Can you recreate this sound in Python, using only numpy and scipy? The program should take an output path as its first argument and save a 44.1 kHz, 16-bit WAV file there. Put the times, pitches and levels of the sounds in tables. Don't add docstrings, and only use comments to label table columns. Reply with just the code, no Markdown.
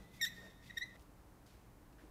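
import sys
import numpy as np
from scipy import signal
from scipy.fft import rfft, irfft
from scipy.io import wavfile
from scipy.ndimage import uniform_filter1d

SR = 44100
rng = np.random.default_rng(int(sys.argv[2]) if len(sys.argv) > 2 else 0)


def gain_from_db(level_db):
    decades = np.asarray(level_db, float) / 20
    return 10 ** decades


def wrap_up_sound(samples):
    columns = np.atleast_2d(samples).T
    tamed = np.clip(columns, -1, 1)
    steps = np.round(tamed * 32767).astype(np.int16)
    wavfile.write(sys.argv[1], SR, steps)


N = 92610
LEAD_S = 0.25
CUT_S, GAP_S = 0.9657, 0.004

# time in seconds, slip rate in Hz, level of the lowest tone in dB.
SQUEAK_PATHS = [
    [(-.2, 1946, -63), (-.18, 1965, -46.5), (-.13, 1993, -43.5), (-.11, 2030, -66)],
    [(.209, 1992, -69), (.213, 1962, -37.5), (.219, 1863, -39.5), (.23, 1817, -38.5), (.252, 1863, -39),
     (.256, 1731, -49), (.263, 1824, -47.5), (.271, 1968, -43), (.286, 2000, -53.5)],
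    [(.699, 1900, -57), (.703, 1910, -53.5), (.711, 1894, -48), (.715, 1885, -113)],
    [(.768, 1764, -60), (.773, 1858, -39), (.78, 1899, -39), (.785, 1828, -41), (.789, 1660, -69)],
    [(.805, 1842, -77), (.813, 1846, -47), (.82, 1995, -42.5), (.825, 1902, -41), (.832, 2040, -42.5),
     (.842, 1995, -48.5), (.856, 1990, -77)],
]
SQUEAK_PRESS = [0, 1, 0, .35, 0]
OVERTONE_LEVELS = [
    [0, -6, -17, -26, -35, -38, -42, -48],
    [0, -1.5, -7, -15, -26, -22, -25, -29],
]
# time in seconds, half length in seconds, roughness 0 to 1.
STUMBLE_TIMES = [(.257, .008, .5), (.787, .004, .5)]
# pitch in Hz, width in Hz, level in dB.
BRACKET_RINGS = [(2560, 200, 8), (13090, 28, 20), (14980, 100, 13)]
# start, peak and end in seconds, pitch in Hz, peak level in dB.
FRAME_WHISTLES = [(.07, .13, .19, 2030, -69), (.192, .212, .217, 2200, -45), (.688, .702, .707, 1980, -52),
                  (.718, .727, .742, 2000, -60), (.73, .747, .756, 2060, -62), (.754, .77, .774, 2090, -54)]
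# time in seconds, level in dB.
ROLLING_LEVEL = [(0, -73), (.03, -73.5), (.07, -77.5), (0.149, -66.5), (0.201, -68), (.3, -66),
                 (.36, -69.5), (0.439, -68), (.5, -71.5), (0.571, -86), (0.628, -72.5), (0.648, -63.5),
                 (.7, -68), (0.762, -71), (.88, -75), (.96, -78)]
# pitch in Hz, width in Hz, level in dB.
FRAME_RESONANCES = [(2020, 100, 4.5), (2550, 120, -0.5), (3540, 280, 4.5), (4780, 1600, 3.5),
                    (6500, 1900, -1), (11600, 5500, 0.5)]
# start in seconds, length in seconds, centre in Hz, width in Hz, level in dB.
BUMPS_AND_RUSTLES = [(.0, 0.028, 467, 563, -67.5), (.01, 0.12, 393, 120, -68),
                     (0.382, 0.065, 420, 146, -62), (0.378, 0.16, 520, 514, -90),
                     (0.399, 0.023, 167, 59.6, -64.5), (0.415, 0.1, 528, 192, -61.5),
                     (0.937, 0.063, 540, 204, -67.5), (0.949, 0.027, 915, 930, -66.5),
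                     (0.994, 0.037, 3960, 4320, -71), (1.013, 0.022, 11350, 8000, -75),
                     (1.463, 0.012, 5800, 3000, -71.5), (1.46, 0.086, 4360, 2460, -72.5),
                     (1.467, 0.16, 1990, 2000, -73), (1.926, 0.0078, 3500, 3000, -75),
                     (1.983, 0.045, 1710, 400, -69), (1.988, 0.08, 1800, 3000, -78),
                     (2.002, 0.095, 302, 77.6, -61)]
# pitch in Hz, level in dB per Hz.
AIR_COLOUR = [(12, -66), (20, -11.5), (54, -5), (148, -20), (298, -17.5), (404, -21), (1070, -25.5),
              (3450, -41), (15500, -42.5)]
# pitch in Hz, width in Hz, level in dB before and after the scene changes.
HUM_BANDS = [(53, 5.7, -70, -67), (182.6, 23.5, -65, -74.5), (120, 21.7, -67, -70.5),
             (300.5, 22, -78.5, -74)]


def band(hz, width, size=N):
    f = np.fft.rfftfreq(size, 1 / SR) + 1
    resonance = 1 / (1 + 1j * (f / hz - hz / f) * hz / width)
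    y = irfft(rfft(rng.standard_normal(size)) * resonance, size)
    return y / y.std()


def walk(rate, size):
    k = max(int(SR / rate), 1)
    y = uniform_filter1d(uniform_filter1d(rng.standard_normal(size), k), k)
    return y / y.std()


def axle_grit(size):
    edges = signal.butter(3, [3000, 8200], "bandpass", fs=SR, output="sos")
    return signal.sosfilt(edges, rng.standard_normal(size) * gain_from_db(2.0 * walk(640, size)))


def squeaks(t):
    size = len(t)
    full_db, soften = -40, 0.4
    overtone_lag_s = 0.0018
    rough = 0.08 + sum(r * np.exp(-((t - s) / half) ** 2) for s, half, r in STUMBLE_TIMES)
    grit = axle_grit(size)
    grit_db = -22 + 40 * rough
    light_db, hard_db = np.array(OVERTONE_LEVELS)
    out = np.zeros(size)
    for rows, press in zip(SQUEAK_PATHS, SQUEAK_PRESS):
        s, row_hz, row_db = np.array(rows).T
        on = (t > s[0]) & (t < s[-1])
        hz = np.interp(t, s, row_hz)
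        db = np.interp(t, s, row_db)
        late_db = np.interp(t - overtone_lag_s, s, row_db)
        slip_hz = hz * (1 + 0.09 * rough * walk(900, size))
        phase = 2 * np.pi * np.cumsum(slip_hz) / SR
        out += on * (press + 0.3) * grit * gain_from_db(db + grit_db)
        tones_db = light_db + press * (hard_db - light_db)
        for k, tone_db in enumerate(tones_db):
            lose_db = np.sqrt(k) * soften * (late_db - full_db)
            wobble_db = 1.9 * np.sqrt(k + 0.1) * walk(250, size)
            level = np.sqrt(2) * gain_from_db(db + tone_db + lose_db + wobble_db)
            out += on * level * np.sin((k + 1) * phase + 2 * np.pi * rng.random())
    rung = 0
    for hz, width, db in BRACKET_RINGS:
        rung = rung + gain_from_db(db) * signal.lfilter(*signal.iirpeak(hz, hz / width, fs=SR), out)
    return out + rung


def whistles(t):
    rise_db = 24
    out = 0
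    for start, peak, end, hz, db in FRAME_WHISTLES:
        level_db = np.interp(t, [start, peak, end], [db - rise_db, db, db - rise_db])
        phase = 2 * np.pi * np.cumsum(hz * (1 + 0.0108 * walk(193, len(t)))) / SR
        out = out + ((t > start) & (t < end)) * np.sqrt(2) * gain_from_db(level_db) * np.sin(phase)
    return out


def rolling(t):
    size = len(t)
    s, db = np.array(ROLLING_LEVEL).T
    hiss = 0
    for hz, width, band_db in FRAME_RESONANCES:
        hiss = hiss + gain_from_db(band_db + 2.0 * walk(27, size)) * band(hz, width, size)
    return hiss / hiss.std() * gain_from_db(np.interp(t, s, db) + 1.7 * walk(120, size))


def room(x):
    t = np.arange(int(1.5 * SR)) / SR
    gap_s, split_hz = 0.0079, 2800

    def fade(t60):
        return np.exp(-np.log(1000) * t / t60) * (t > gap_s) / np.sqrt(t60 * SR / np.log(1e6))

    def split(noise, kind):
        return signal.sosfilt(signal.butter(3, split_hz, kind, fs=SR, output="sos"), noise)

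    low, high, early = rng.standard_normal((3, len(t)))
    echoes = gain_from_db(-13) * split(low, "low") * fade(1.14)
    echoes += gain_from_db(-20) * split(high, "high") * fade(1)
    echoes += gain_from_db(-11) * early * fade(0.13)
    return x + signal.fftconvolve(x, echoes)[:len(x)]


def handling(t):
    attack_s = 0.001
    out = 0
    for s, length, hz, width, db in BUMPS_AND_RUSTLES:
        age = np.clip(t - s, 0, 9)
        shape = np.minimum(age / attack_s, 1) * np.exp(-(age / length) ** 1.6)
        out = out + gain_from_db(db + 2 * walk(340, N)) * shape * band(hz, width)
    return out


def room_tone(t):
    f = np.fft.rfftfreq(N, 1 / SR) + 1
    hz, db = np.array(AIR_COLOUR).T
    colour = gain_from_db(np.interp(np.log(f), np.log(hz), db))
    air = irfft(rfft(rng.standard_normal(N)) * colour, N)
    out = air / air.std() * gain_from_db(-62.5 - 1 * (t < CUT_S))
    for hz, width, before_db, after_db in HUM_BANDS:
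        hum_db = np.where(t < CUT_S, before_db, after_db)
        out = out + gain_from_db(hum_db + 1.1 * walk(15, N)) * band(hz, width)
    return out


def scene():
    t = np.arange(-int(LEAD_S * SR), N) / SR
    roller = room(squeaks(t) + whistles(t) + rolling(t))[-N:]
    t = t[-N:]
    mix = roller * (t < CUT_S) + handling(t) + room_tone(t)
    dip = np.where((t > CUT_S) & (t < CUT_S + GAP_S), gain_from_db(-24), 1)
    return (mix * dip)[None]


def roll_off(x):
    return signal.sosfilt(signal.butter(12, 15700, fs=SR, output="sos"), x)


def record(dry):
    low_pass = signal.ellip(8, 0.2, 70, 15500, fs=SR, output="sos")
    finished = signal.sosfilt(low_pass, dry)
    return roll_off(finished)


dry = scene()
out = record(dry)
wrap_up_sound(out)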